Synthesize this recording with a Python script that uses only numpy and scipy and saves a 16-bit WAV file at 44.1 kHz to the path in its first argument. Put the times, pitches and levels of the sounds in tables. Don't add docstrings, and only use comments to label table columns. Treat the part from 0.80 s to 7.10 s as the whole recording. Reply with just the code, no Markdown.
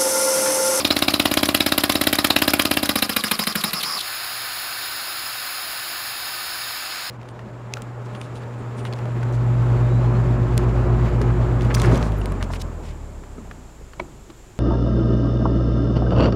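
import sys
import numpy as np
from scipy import signal
from scipy.fft import rfft, irfft
from scipy.io import wavfile
from scipy.ndimage import uniform_filter1d

SR = 44100
rng = np.random.default_rng(int(sys.argv[2]) if len(sys.argv) > 2 else 0)


def voltage_ratio(level):
    return 10 ** (np.asarray(level, float) / 20)


def to_wav(sig):
    pcm = np.clip(np.atleast_2d(sig), -1, 1) * 32767
    pcm = np.round(pcm).astype(np.int16)
    wavfile.write(sys.argv[1], SR, pcm.T)


N = 277830


def coloured(x, points, pipes=()):
    hz = np.fft.rfftfreq(len(x), 1 / SR)
    point_hz, point_db = np.transpose(points)
    db = np.interp(np.log(hz + 1), np.log(point_hz + 1), point_db, left=-70, right=-70)
    for centre, width, lift in pipes:
        db = db + lift / (1 + (2 * (hz - centre) / width) ** 2)
    gain = voltage_ratio(db)
    return irfft(rfft(x) * gain / np.sqrt(np.mean(gain ** 2)), len(x))


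def flutter(hz, db):
    slow = signal.lfilter(*signal.butter(2, hz, fs=SR), rng.standard_normal(N))
    return voltage_ratio(db * slow / slow.std())


def swell(starts, dbs, rises, holds, fall):
    out = np.zeros(N)
    for start, db, hold, rise in np.broadcast(starts, dbs, holds, rises):
        first = max(round(start * SR), 0)
        last = min(round((start + hold + 9 * fall) * SR), N)
        at = np.arange(first, last)
        t = np.maximum(at / SR - start, 0)
        out[at] += voltage_ratio(db) * (1 - np.exp(-t / rise)) * np.exp(-np.maximum(t - hold, 0) / fall)
    return out


def gusts(points, envelope, pipes=()):
    return coloured(rng.standard_normal(N), points, pipes) * envelope


def whistle(hz, width):
    noise = rng.standard_normal(N) + 1j * rng.standard_normal(N)
    narrow = signal.lfilter(*signal.butter(2, width / 2, fs=SR), noise)
    carrier = np.exp(2j * np.pi * np.cumsum(hz) / SR)
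    return (narrow / narrow.std() * np.sqrt(2) * carrier).real


# (turn number, turn length [ms], inlet stays open after the dump [ms])
CRANK_TURNS = [
    (0, 58.19, 24.2),
    (33, 58.27, 24.5),
    (35, 59.69, 25.6),
    (38, 67.55, 32),
    (44, 79.76, 45.8),
    (46, 86.31, 57.4),
    (47, 92.78, 68.5),
    (48, 99.24, 148.2),
]
# (time [s], level [dB])
CYLINDER_PRESSURE = [
    (0, 0.5),
    (.6, 1.17),
    (1.05, 0.4),
    (2.05, -0.24),
    (2.4, -6),
    (2.76, -8),
    (2.94, -12.5),
    (3.035, -23.5),
]
# (time [s], level [dB])
MIC_AIM = [
    (0, -6.5),
    (.5, -3),
    (.9, -1.18),
    (1.9, 0.17),
    (2.2, -1),
    (2.35, -0.62),
    (2.6, 0.26),
]


def crank():
    number, length_ms, inlet_ms = np.transpose(CRANK_TURNS)
    turn = np.arange(int(number[-1]) + 1)
    odd = turn % 2
    length = np.interp(turn, number, length_ms)
    slow = length / length[0]
    drag = slow ** 1.5
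    even_dump = -0.0089 + (np.cumsum(length) - length[0]) / 1000
    dump = even_dump + odd * 0.74 * slow ** 2 / 1000
    opens = dump - 3.75 * drag / 1000
    delay_ms = (4.808 + 0.1604 * rng.standard_normal(len(turn))) * drag
    shuts = even_dump + np.interp(turn, number, inlet_ms) / 1000
    pressure_db = np.interp(dump, *np.transpose(CYLINDER_PRESSURE))
    aim_db = np.interp(dump, *np.transpose(MIC_AIM))

    def level(even_db, odd_db, push, face, scatter_db):
        chance = scatter_db * rng.standard_normal(len(turn))
        return np.where(odd, odd_db, even_db) + push * pressure_db + face * aim_db + chance
    return opens, delay_ms, dump, shuts, level


# (frequency [Hz], density [dB per Hz])
SEEP_COLOUR = [(8500, -13.5), (9300, 5), (10000, 7), (10800, -17.5), (12500, -15.5)]
# (frequency [Hz], density [dB per Hz])
BLAST_COLOUR = [(300, -29.5), (800, -3.5), (1500, -3), (2500, -4.5), (3800, -8), (4800, -13.5), (5800, -22),
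                (8300, -16), (10500, -8), (12500, -8.5), (15000, -10.5), (16000, -20.5)]
# (frequency [Hz], density [dB per Hz])
POP_COLOUR = [(300, 9.5), (800, -1.5), (1500, -4), (2500, 0.5), (3800, 1.5), (4800, -6), (5800, -16),
              (8300, -19), (10500, -44.5), (12500, -22.5), (15000, -38.5), (16000, -33.1)]
# (frequency [Hz], width [Hz], lift [dB])
PORT_THROAT = [(3966, 1200, 1.5), (10950, 1240, 1.5)]
# (time [s], extra pop level [dB])
UNEVEN_POPS = [(0, 11), (.11, 0), (.51, -7), (.75, 1), (1.5, 6), (1.56, 4.5), (1.73, -2), (1.8, 2.5),
               (2.03, -7.5), (2.09, 1.5), (2.16, -21.5), (2.52, 9.5), (2.6, 3.5), (2.67, 7.5), (2.76, -17),
               (2.84, -6)]


def exhaust(opens, delay_ms, level):
    blast_db = level(even_db=-16, odd_db=-15.5, push=0.3029, face=0.9959, scatter_db=2.14)
    pop_db = level(even_db=-9.5, odd_db=-9.5, push=1.73, face=-0.16, scatter_db=-1.02)
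    seep_db = level(even_db=-47.5, odd_db=-52.5, push=0.25, face=-1.28, scatter_db=-9)
    seep_db = np.minimum(seep_db, -29)
    for at, extra_db in UNEVEN_POPS:
        pop_db[np.argmin(abs(opens - at))] += extra_db
    pop = opens + delay_ms / 1000

    lead = 0.11 * np.diff(opens, prepend=2 * opens[0] - opens[1])
    seep = gusts(SEEP_COLOUR, swell(opens - lead, seep_db, 0.00075, lead, 0.0024))

    blast_hold = np.minimum(1.008 * delay_ms, 6.6) / 1000
    blast_envelope = swell(opens, blast_db, 0.00103, blast_hold, 0.004) * flutter(520, 0.89)
    blast = gusts(BLAST_COLOUR, blast_envelope, PORT_THROAT)

    crack_envelope = swell(pop - 0.0008, pop_db + 2.5, 0.000275, 0.000308, 0.001283)
    crack = gusts(POP_COLOUR, crack_envelope, PORT_THROAT)
    tail_envelope = swell(pop, pop_db - 7.0, 0.00089, 0.00091, 0.00369) * flutter(646, 2.25)
    tail = gusts(POP_COLOUR, tail_envelope)

    chuff_db = level(even_db=-22, odd_db=-27, push=0.23, face=-1.35, scatter_db=1.5)
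    chuff = whistle(np.full(N, 3946), width=343)
    chuff = chuff * swell(opens, chuff_db, 0.00133, 1.496 * delay_ms / 1000, 0.00091)

    air = seep + blast + crack + tail + chuff
    return signal.lfilter(*signal.butter(3, 800, "high", fs=SR), air)


# (place [round trips], depth [ratio], width [ms])
PIPE_DIPS = [
    (-0.785, 0.496, 0.338),
    (0.145, 1.377, 0.3445),
    (1.205, 0.788, 0.537),
    (2.09, 0.1245, 0.234),
]
# (delay [s], level [dB])
BENCH_ECHOES = [
    (0.0103, -15.5),
    (0.013, -23.5),
    (.024, -12),
    (0.038, -13),
    (0.048, -25.5),
]


def thump(dump, dump_db):
    turn = np.diff(dump, prepend=2 * dump[0] - dump[1])
    round_trip = turn / 17.205
    t = np.arange(-1000, 2000) / SR
    out = np.zeros(N + SR)
    for at, db, trip in zip(dump, dump_db, round_trip):
        slow = (trip / 0.00343) ** 0.476
        wave = 0.59 / slow ** 1.07 * np.exp(-((t / trip - 0.35) / 1.043) ** 2)
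        for place, depth, width in PIPE_DIPS:
            from_dip_ms = (t - place * trip) * 1000
            wave -= depth * slow ** place * np.exp(-0.5 * (from_dip_ms / (width * slow ** 1.42)) ** 2)
        bass_loss = np.clip(3.08 * (trip / 0.00357 - 1), 0, 0.8)
        wave -= bass_loss * uniform_filter1d(wave, size=300)
        notch_hz = 460 * (0.003524 / trip) ** 0.34
        wave = signal.lfilter(*signal.iirnotch(notch_hz, 4.0, fs=SR), wave)
        wave = wave - 0.5 * signal.lfilter(*signal.iirpeak(0.5804 / trip, 4.5, fs=SR), wave)
        ring = signal.lfilter(*signal.iirpeak(2.208 / trip, 13.0, fs=SR), wave)
        wave = wave + 0.578 / slow ** 9.7 * ring
        out[round(at * SR) + 1000:][:3000] += voltage_ratio(db + 3.5) * wave
    for hz, sharpness, share in [(790, 12.9, 1.06), (1012, 14.0, 1.36)]:
        out = out + share * signal.lfilter(*signal.iirpeak(hz, sharpness, fs=SR), out)
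    taps = np.zeros(4000)
    taps[0] = 1
    for delay, db in BENCH_ECHOES:
        taps[round(delay * SR)] = voltage_ratio(db)
    out = signal.oaconvolve(out, taps)
    return signal.lfilter(*signal.butter(3, 78, "high", fs=SR), out)[2000:][:N]


# (frequency [Hz], density [dB per Hz])
RUSH_COLOUR = [(150, -13.5), (500, -20.5), (800, -10.5), (1200, -4), (1600, -13.5), (2250, -15.5),
               (3460, -19), (5300, -12), (6300, -29), (6900, -18), (8300, -32), (10100, -20), (12900, -27),
               (15800, -27.5)]
# (frequency [Hz], width [Hz], lift [dB])
INLET_PIPES = [(4920, 74, -14), (7430, 368, 3), (12900, 500, -7), (13600, 300, 12), (14900, 300, 8)]
# (nearly shut [Hz], wide open [Hz], width [Hz],
# level against the rush [dB], lift when shut [dB], growth [dB per dB of pressure lost])
INLET_WHISTLES = [(3878, 5050, 497, -5, 3.46, 0.5561), (1028, 1210, 187, -11.5, -13, -0.89),
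                  (9260, 10050, 450, -17.5, -4.5, 2)]
# (frequency [Hz], density [dB per Hz])
TICK_COLOUR = [(300, -12), (800, -18), (1500, -2.5), (2500, -5.5), (3800, -9.5), (4800, -42), (5800, -2.5),
               (8300, -18.5), (10500, -5), (12500, -10.5), (15000, -13.5), (16000, -34.5)]
# (frequency [Hz], density [dB per Hz])
PUFF_COLOUR = [(300, -1), (800, -37), (1500, -11.5), (2500, -2.5), (3800, 5), (4800, 0), (5800, -9),
               (8300, -10.5), (10500, -5), (12500, -13.5), (15000, -13), (16000, -47.0)]
# (time [s], puff level [dB])
STALL_PUFFS = [
    (2.808, -28),
    (3.006, -29.5),
    (3.031, -22.5),
    (3.185, -28),
    (3.204, -24.5),
]


def valve(opens, shuts, level):
    tick_db = level(even_db=-53, odd_db=-21.5, push=1.36, face=1.24, scatter_db=4)
    puff_db = level(even_db=-32, odd_db=-26, push=0.41, face=-0.03, scatter_db=3)
    rush_db = level(even_db=-28.5, odd_db=-28.5, push=0.0838, face=-0.27, scatter_db=1.49)
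    stay = shuts - opens
    t = np.arange(N) / SR

    flow = swell(opens + 0.00246, rush_db, 0.0636 * stay, stay - 0.003, 0.00138) * flutter(205, 0.43)
    rush = gusts(RUSH_COLOUR, voltage_ratio(-1.0) * flow, INLET_PIPES)

    marks = np.ravel([opens, opens + 0.2 * stay, opens + 0.86 * stay, shuts + 0.004], "F")
    opening = np.interp(t, marks, np.tile([0, 1, 1, 0], len(shuts)))
    sunk_db = np.clip(-np.interp(t, *np.transpose(CYLINDER_PRESSURE)), 0, 4)
    for shut_hz, open_hz, width, db, fade, growth in INLET_WHISTLES:
        whistle_db = db + fade * (1.5 - opening) + growth * sunk_db
        hz = shut_hz + (open_hz - shut_hz) * opening
        rush = rush + voltage_ratio(whistle_db) * flow * whistle(hz, width)

    tick = gusts(TICK_COLOUR, swell(shuts, tick_db + 4.0, 0.000071, 0.000332, 0.003))
    puff_envelope = swell(shuts, puff_db + 6.0, 0.00534, 0.121 * stay, 0.00446) * flutter(260, 0.67)
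    puff = gusts(PUFF_COLOUR, puff_envelope, PORT_THROAT)
    rock_envelope = swell(*np.transpose(STALL_PUFFS), 0.00124, 0.00784, 0.0053)
    rock = gusts(PUFF_COLOUR, rock_envelope, PORT_THROAT)
    return rush + tick + puff + rock


def room(x):
    t = np.arange(SR // 2) / SR
    decay = voltage_ratio(-60 * t / 0.2105)
    tail = rng.standard_normal(len(t)) * decay * (t > 0.004)
    tail = signal.lfilter(*signal.butter(1, 5000, fs=SR), tail)
    return signal.fftconvolve(x, tail / np.linalg.norm(tail))[:N]


# (frequency [Hz], density [dB per Hz])
CASE_COLOUR = [(150, -2.5), (300, 3.5), (600, 0), (1100, 5.5), (1800, -0.5), (2700, -1), (3600, -15),
               (4500, -6), (5500, -14), (7000, -11.5), (8500, -10.5), (10000, -8), (13000, -5.5),
               (15800, -14.5)]


def case():
    envelope = swell([0], [-38.5], 0.0015, 3.04, 0.038)
    return gusts(CASE_COLOUR, envelope * flutter(180, 3.87))


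# (frequency [Hz], density [dB per Hz])
SHOP_COLOUR = [(20, -13.5), (45, -4.5), (90, -3), (200, -7.5), (400, -8), (1000, -8)]
# (frequency [Hz], level [dB])
MAINS_HUM = [
    (59.2, -74),
    (118.4, -60),
    (349.9, -60.5),
]


def shop():
    t = np.arange(N) / SR
    hum = np.zeros(N)
    for hz, db in MAINS_HUM:
        hum += voltage_ratio(db) * np.sqrt(2) * np.sin(2 * np.pi * hz * t) * flutter(3.7, 2.6)
    return hum + voltage_ratio(-53) * coloured(rng.standard_normal(N), SHOP_COLOUR)


# (time [s], level [dB], treble over that level [dB])
LEAK_COURSE = [
    (3.19, -27, 0.5),
    (3.21, -33, -9),
    (3.26, -30, -5.5),
    (5.0, -30.5, -5),
    (5.9, -30.5, -6),
    (6.15, -30.5, -10),
    (6.3, -30, -10),
]
# (frequency [Hz], density [dB per Hz])
LEAK_LOW = [(150, -38.5), (250, -19.5), (450, -19.5), (770, -4.5), (1560, -5.5), (3400, -9), (5000, -4.5),
            (5400, -8.5), (5700, -18.5), (6300, -25.5), (6600, -8.5), (8400, -22.5), (9100, -14.5),
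            (9800, -17), (10100, -42.5)]
# (frequency [Hz], density [dB per Hz])
LEAK_HIGH = [(9400, -40), (9750, -18), (10400, 0), (10620, -8), (10850, -1), (11300, -8), (11600, -7),
             (12000, -11), (13000, -18), (13350, -15), (13600, 0), (14250, -13), (14900, -3), (15400, -6),
             (15750, -14)]
# (frequency [Hz], width [Hz], lift [dB])
LEAK_PIPES = [(886.3, 101, -6), (1242, 11.7, 10.5), (1334, 21.7, 5.5), (1523, 180, 5), (1669, 28, 0.5),
              (1761, 36, 8), (2296, 36, 4.5), (2671, 152, 4), (3737, 40, 8.5), (4187, 78, 7.5),
              (4640, 70, 3.5), (5056, 94, 4), (5114, 13.7, 11)]


def leak():
    course_s, course_db, treble_db = np.transpose(LEAK_COURSE)
    t = np.arange(N) / SR
    low = coloured(rng.standard_normal(N), LEAK_LOW, LEAK_PIPES)
    high = coloured(rng.standard_normal(N), LEAK_HIGH) * voltage_ratio(np.interp(t, course_s, treble_db))
    onset = np.clip((t - 3.17) / 0.0575, 0, 1)
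    return (low + high) * flutter(30, 0.298) * voltage_ratio(np.interp(t, course_s, course_db)) * onset


def scene():
    opens, delay_ms, dump, shuts, level = crank()
    air = exhaust(opens, delay_ms, level) + valve(opens, shuts, level)
    dump_db = level(even_db=-11, odd_db=-11.5, push=1, face=0, scatter_db=0.8)
    engine = air + voltage_ratio(-15.5) * room(air) + thump(dump, dump_db) + case()
    engine = engine - 0.764 * signal.lfilter(*signal.iirpeak(930, 8.0, fs=SR), engine)
    return (engine + leak() + shop())[None]


def low_pass(x):
    return signal.sosfilt(signal.butter(12, 16640, fs=SR, output="sos"), x)


def record(dry):
    band_limit = signal.firwin(1023, 15740, window=("kaiser", 9), fs=SR)
    mix = np.clip(signal.oaconvolve(dry, band_limit[None], "same"), -1, 1)
    return low_pass(mix)


dry = scene()
out = record(dry)
to_wav(out)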